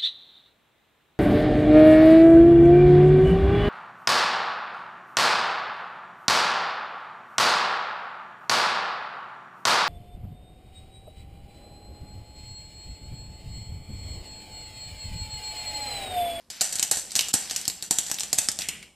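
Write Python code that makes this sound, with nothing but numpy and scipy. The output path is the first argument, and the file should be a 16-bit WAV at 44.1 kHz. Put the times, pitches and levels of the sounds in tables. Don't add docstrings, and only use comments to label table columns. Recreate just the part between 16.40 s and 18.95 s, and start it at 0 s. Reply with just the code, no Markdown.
import sys
import numpy as np
from scipy import signal
from scipy.fft import rfft, irfft, next_fast_len
from scipy.io import wavfile

SR = 44100
rng = np.random.default_rng(int(sys.argv[2]) if len(sys.argv) > 2 else 0)


def wrap_up_sound(samples):
    columns = np.atleast_2d(samples).T
    tamed = np.clip(columns, -1, 1)
    steps = np.round(tamed * 32767).astype(np.int16)
    wavfile.write(sys.argv[1], SR, steps)


N = 112454
T = np.arange(N) / SR
BURST_SAMPLES = 4096

# time_s, level_db
RUMBLE_ENVELOPE = [(0, -71), (.1, -63.5), (.35, -56.5), (1.1, -56.5), (1.42, -58.5), (2.2, -54.5),
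                   (2.42, -53.5), (2.55, -68.5)]
# frequency_hz, level_db
RUMBLE_SPECTRUM = [(20, -20), (45, -0.5), (72, 4), (110, -6.5), (160, 1.5), (200, 3), (270, -4.5),
                   (500, -9), (1200, -38), (4000, -34)]
# frequency_hz, level_db
HISS_SPECTRUM = [(50, -3), (300, 2), (1000, 2), (4000, -26), (8000, -8), (13000, -15)]
# frequency_hz, t60_s
ROOM_DECAY = [(150, 0.24), (600, 0.96), (1500, 0.42), (3600, 0.64), (7500, 0.53), (12000, 0.36)]
# frequency_hz, gain_db
ROOM_SPECTRUM = [(100, -22), (700, -5.5), (1500, -10.5), (3000, -3.5), (5000, -15.5), (7500, -8),
                 (12000, -10.5)]
# frequency_hz, gain_db
SIDE_SPECTRUM = [(100, -49), (600, -42.5), (2400, -46), (3300, -38.5), (4100, -20.5), (5500, -7),
                 (9000, -7), (13000, -10)]
# centre_s, depth_db
LEVEL_DIPS = [(0.506, 6.5), (.926, 18), (1.497, 11)]
# time_s, level_db
RUSTLE_ENVELOPE = [(0, -63.5), (.095, -73.5), (.12, -46), (.2, -45.5), (.4, -47), (.68, -52), (.82, -39),
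                   (.91, -44.5), (1.03, -41.5), (1.2, -42.5), (1.47, -53.5), (1.68, -46), (1.89, -49),
                   (2.05, -44), (2.22, -63), (2.36, -57), (2.46, -59.5), (2.55, -92)]
# frequency_hz, level_db
RUSTLE_SPECTRUM = [(150, -34), (700, -3), (1200, -5.5), (2000, 1.5), (3000, 0), (5000, 5), (7800, -9.5),
                   (10000, -10), (13000, -10.5)]
# time_s, level_db
RUB_ENVELOPE = [(2.17, -65), (2.22, -40), (2.278, -46.5), (2.297, -44.5), (2.35, -45), (2.41, -54),
                (2.47, -57.5), (2.55, -86)]
# frequency_hz, level_db
RUB_SPECTRUM = [(900, -17.5), (1700, -5.5), (2100, 2), (2650, 0), (3300, -3.5), (5000, -26)]
# start_s, energy_db, centre_hz, decay_ms
CREASE_SNAPS = [(0.166, -23, 3580, 2), (0.386, -6.5, 4640, 2.6), (.708, -12.5, 4550, 1.7),
                (.792, 9.5, 3400, 3.2), (0.81, -5, 3060, 4.9), (1.098, -6, 4500, 6.2),
                (1.2537, -6, 4260, 2.2), (1.786, -5.5, 3100, 2), (2.208, -8, 3360, 4.7),
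                (2.219, -3.5, 4030, 4.5), (2.29, -3, 2850, 1.5), (2.4275, -16.5, 2800, 4.2)]
# frequency_hz, level_db, bandwidth_hz
PAN_MODES = [(742, -19, 140), (1456, -19.5, 130), (1803, -15.5, 200), (2760, -17.5, 320), (3270, -19, 67),
             (3970, -11, 780), (4650, -16.5, 73), (5720, -12, 280), (6070, -5.5, 570), (7020, -7.5, 120),
             (7740, -8, 600), (8570, -11, 310), (8270, -4.5, 840), (12300, -18, 530)]
# frequency_hz, level_db
THUD_SPECTRUM = [(25, -18), (55, -8), (90, 0.5), (160, -1.5), (280, 0.5), (500, -5.5), (1200, -27),
                 (4000, -84)]
# frequency_hz, level_db
KNOCK_SPECTRUM = [(100, -15), (370, -5.5), (560, -5.5), (770, -0.5), (1000, -7.5), (1600, -7.5),
                  (3000, -40.5), (8000, -41)]
# frequency_hz, level_db
CLICK_SPECTRUM = [(100, -43), (400, -18.5), (750, -18), (1150, -14.5), (1700, -12), (2300, -9), (3300, -5),
                  (4600, 0.5), (6200, -3), (7600, 0.5), (8600, -2), (10200, -8), (11600, -3.5),
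                  (13000, -14.5)]
# start_s, click_db, pitch_hz, tilt_db_per_octave, decay_ms, thud_db, knock_db, rattle_db
LANDINGS = [ (0.1018, -8.5, 4500, 0.61, 4.5, -21.5, -18, -2), (0.112, -14, 5500, -2.4, 2.6, -20, -28, -20),
            (0.2098, 5.5, 5400, -0.7, 3.6, -20.5, -36, 0), (0.215, 6, 7100, -1.6, 5.8, -34, -13, 2.5),
            (0.3263, -1, 6800, 0.45, 7.5, -38, -20.5, -2), (0.3553, -1, 7700, 1.3, 5.6, -22, -34, 0),
            (0.396, 4, 7300, -3, 1.8, -22.5, -34, -5), (0.4276, 8, 6300, 0, 3.7, -21.5, -22.5, -7.5),
            (0.5131, 10.5, 8100, 1.8, 2.9, -22, -14.5, 0.5), (.571, 0.5, 7500, -0.059, 13, -16.5, -14, -4),
            (0.7187, -8, 6550, 0, 1.9, -27, -26, -0.5), (0.754, 4, 5750, -1.8, 1.3, -23, -23.5, 0),
            (.762, 6, 6800, 0, 4.4, -20, -30, 0), (.809, 2.5, 5760, 2, 4.2, -23, -38, -12),
            (.885, -3.5, 6860, 1.7, 7.3, -28, -18, -1), (.933, -0.5, 6040, 4, 6.6, -35, -39, -19),
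            (0.938, -1, 4330, 1, 1.9, -23, -28, 3), (0.9398, 10, 8100, 0, 3, -12.5, -15, -3),
            (1.1108, -1, 6300, -0.63, 1.8, -18.5, -17, 0.5), (1.162, 2, 6500, -0.75, 5.2, -28, -40, -1),
            (1.214, -9.5, 6940, 0, 2.3, -30, -26, -21), (1.279, 6, 6400, 2.2, 2.7, -17, -20.5, -36),
            (1.2995, -4, 4760, -0.81, 3, -30, -22, -23), (1.4248, -4, 3000, 0.15, 1.9, -18, -25, 2.5),
            (1.5089, 1.5, 5300, 1.2, 1, -17, -16, 5), (1.5099, 9.5, 7440, 1, 1.5, -21.5, -16, -9),
            (1.586, 8, 7500, -0.95, 2, -25, -25, -8), (1.665, -9, 6550, -1.7, 3.5, -28, -34, 6),
            (1.6992, -8.5, 7000, -1.1, 3.6, -37, -9, -6), (1.7146, 2.5, 5600, -0.69, 0.9, -19.5, -15, -3),
            (1.743, -5, 7000, 1, 1.7, -19, -25, -25), (1.797, -5.5, 7100, -0.42, 1.3, -28, -46, 4),
            (1.807, 0, 5670, 0, 1, -43, -19, -18), (1.834, -3, 7500, -3.3, 2.9, -20, -21, -2),
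            (1.9298, 8.5, 6760, 0.36, 2, -19, -16.5, -34), (1.944, -6, 7400, 0.47, 3.4, -24, -30, -16),
            (1.958, -14, 6200, 0.22, 1.4, -13, -30, -17), (1.979, -12.5, 7600, 1, 9, -17, -23, 18),
            (1.9858, 10, 7060, 0.26, 2.7, -22, -22, -12), (2.087, 7.5, 6740, -1.55, 1.4, -18.5, -29, -21),
            (2.116, -5, 7000, 1, 2.9, -33, -35, -18), (2.189, -2.5, 5140, 1.9, 1.4, -14, -14, 4.5),
            (2.287, 0.5, 8000, 1.5, 3.3, -18, -20.5, -21)]


def from_db(db):
    return 10 ** (np.asarray(db) / 20)


def unit_energy(x):
    return x / np.sqrt(np.sum(x ** 2) + 1e-20)


def at_hz(points, hz):
    frequencies, values = np.transpose(points)
    return np.interp(np.log(hz + 1), np.log(frequencies), values)


def hump(hz, centre_hz, width_octaves):
    return np.exp(-.5 * (np.log2((hz + 1) / centre_hz) / width_octaves) ** 2)


def envelope(points):
    return from_db(np.interp(T, *np.transpose(points)))


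def colour(x, curve):
    n = 2 * next_fast_len(len(x))
    hz = np.arange(n // 2 + 1) * SR / n
    gain_db = curve(hz) if callable(curve) else at_hz(curve, hz)
    cepstrum = irfft(np.log(from_db(gain_db)))
    cepstrum[1:n // 2] *= 2
    cepstrum[n // 2 + 1:] = 0
    return irfft(rfft(x, n) * np.exp(rfft(cepstrum)))[:len(x)]


def noise(spectrum):
    return unit_energy(colour(rng.standard_normal(N), spectrum)) * np.sqrt(N)


def grains(per_s, spread_db):
    sizes = from_db(spread_db * np.minimum(rng.exponential(1, N), 5)) * rng.choice([-1, 1], N)
    return unit_energy(sizes * (rng.random(N) < per_s / SR)) * np.sqrt(N)


def burst(decay_ms):
    t_ms = T[:BURST_SAMPLES] * 1000
    return unit_energy(rng.standard_normal(BURST_SAMPLES) * np.exp(-t_ms / decay_ms))


def contact(decay_ms, first_touch=0.58):
    return first_touch * signal.unit_impulse(BURST_SAMPLES) + burst(decay_ms)


def add(out, start_s, sound):
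    i = int(start_s * SR)
    out[i:i + len(sound)] += sound[:N - i]


def background():
    return envelope(RUMBLE_ENVELOPE) * noise(RUMBLE_SPECTRUM), from_db(-67.5) * noise(HISS_SPECTRUM)


def kitchen(direct, gap_s=.003):
    t, tail = T[:SR], 0
    white, hz = rfft(rng.standard_normal(SR)), np.arange(SR // 2 + 1)
    edges_hz = np.geomspace(40, 16000, num=13)
    for low, high in zip(edges_hz, edges_hz[1:]):
        band = irfft(white * (hz >= low) * (hz < high), SR)
        t60_s = at_hz(ROOM_DECAY, np.sqrt(low * high))
        tail = tail + band * unit_energy(from_db(-60 * t / t60_s) * (t > gap_s))
    response = colour(tail, ROOM_SPECTRUM)
    add(response, gap_s, from_db(-8.5) * burst(decay_ms=9.2))
    return signal.fftconvolve(direct, response)[:N]


def packet_rub():
    onset_s = RUB_ENVELOPE[0][0]
    return envelope(RUB_ENVELOPE) * (T > onset_s) * noise(RUB_SPECTRUM)


def packet_rustle():
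    crinkles = grains(per_s=900, spread_db=2)
    sliding = 0.99 * rng.standard_normal(N)
    rustle = unit_energy(colour(crinkles + sliding, RUSTLE_SPECTRUM)) * np.sqrt(N)
    return envelope(RUSTLE_ENVELOPE) * rustle


def packet_snaps(skirt_db=-11, bass_cut_hz=580):
    out = np.zeros(N)
    for start_s, energy_db, centre_hz, decay_ms in CREASE_SNAPS:
        def spectrum(hz):
            resonance = hump(hz, centre_hz, width_octaves=0.48) + from_db(skirt_db)
            return 20 * np.log10(resonance * (hz + 1) / (hz + bass_cut_hz))
        add(out, start_s, from_db(energy_db) * unit_energy(colour(contact(decay_ms), spectrum)))
    return out


def pan_wall(mode_hz=760, mode_db=-13, t60_s=.35):
    out, t = np.zeros(N), T[:SR]
    for start_s, click_db, *_, knock_db, _ in LANDINGS:
        pitch_hz = mode_hz * rng.normal(1, .012)
        ring = np.sin(2 * np.pi * pitch_hz * t) * from_db(-60 * t / t60_s)
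        add(out, start_s, from_db(click_db + knock_db + mode_db) * unit_energy(ring))
    return out


def pan_ring(coupling_db=-3.5, rattle_t60_s=0.4):
    start_s, click_db, *_, rattle_db = np.transpose(LANDINGS)
    energy_in = np.zeros(N)
    energy_in[(start_s * SR).astype(int)] = from_db(click_db + rattle_db + coupling_db) ** 2
    retained = from_db(-60 / (rattle_t60_s * SR)) ** 2
    power = signal.lfilter([1 - retained], [1, -retained], energy_in)
    rattle = np.sqrt(power) * grains(per_s=2500, spread_db=2.5) + 1e-18
    out = np.zeros(N)
    for k, (hz, mode_db, bandwidth_hz) in enumerate(PAN_MODES):
        radius = np.exp(-np.pi * bandwidth_hz / SR)
        feedback = [1, -2 * radius * np.cos(2 * np.pi * hz / SR), radius ** 2]
        ring = np.sqrt((1 - radius ** 2) / 2) * signal.lfilter([1, 0, -1], feedback, rattle)
        out += (-1) ** k * from_db(mode_db) * ring
    return out


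def kernel_impacts(peak_db=6, thud_roughness=0.49):
    out = np.zeros(N)
    for start_s, click_db, pitch_hz, tilt_db_per_octave, decay_ms, thud_db, knock_db, _ in LANDINGS:
        def click_spectrum(hz):
            peak = peak_db * hump(hz, pitch_hz, width_octaves=0.28)
            tilt = tilt_db_per_octave * np.log2(np.maximum(hz, 1000))
            return at_hz(CLICK_SPECTRUM, hz) + peak + tilt
        push = signal.unit_impulse(BURST_SAMPLES) + thud_roughness * burst(decay_ms=12)
        click = unit_energy(colour(contact(decay_ms), click_spectrum))
        thud = from_db(thud_db) * unit_energy(colour(push, THUD_SPECTRUM))
        knock = from_db(knock_db) * unit_energy(colour(contact(decay_ms=3.3), KNOCK_SPECTRUM))
        add(out, start_s, from_db(click_db) * (click + thud + knock))
    return out


def level_dips(width_s=0.0065):
    return from_db(-sum(db * np.exp(-((T - centre_s) / width_s) ** 2) for centre_s, db in LEVEL_DIPS))


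def side_scatter(diffuse, flutter_hz=486):
    phase = np.cumsum(rng.standard_normal(N)) * np.sqrt(2 * np.pi * flutter_hz / SR)
    return colour(diffuse * np.sqrt(2) * np.sin(phase), SIDE_SPECTRUM)


def scene():
    direct = kernel_impacts() + packet_snaps()
    diffuse = kitchen(direct) + pan_ring() + pan_wall() + packet_rustle() + packet_rub()
    rumble, hiss = background()
    dips = level_dips()
    mid = dips * (direct + diffuse) + rumble + hiss
    side = side_scatter(dips * diffuse + hiss)
    return np.array([mid + side, mid - side])


def record(dry, microphone_top_hz=13050, cutoff_hz=14300):
    heard = signal.sosfilt(signal.ellip(8, .2, 45, microphone_top_hz, fs=SR, output="sos"), dry)
    mid = heard.mean(axis=0)
    rounded = heard - mid + np.tanh(mid)
    return signal.sosfilt(signal.ellip(10, .2, 70, cutoff_hz, fs=SR, output="sos"), rounded)


dry = scene()
out = record(dry)
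wrap_up_sound(out)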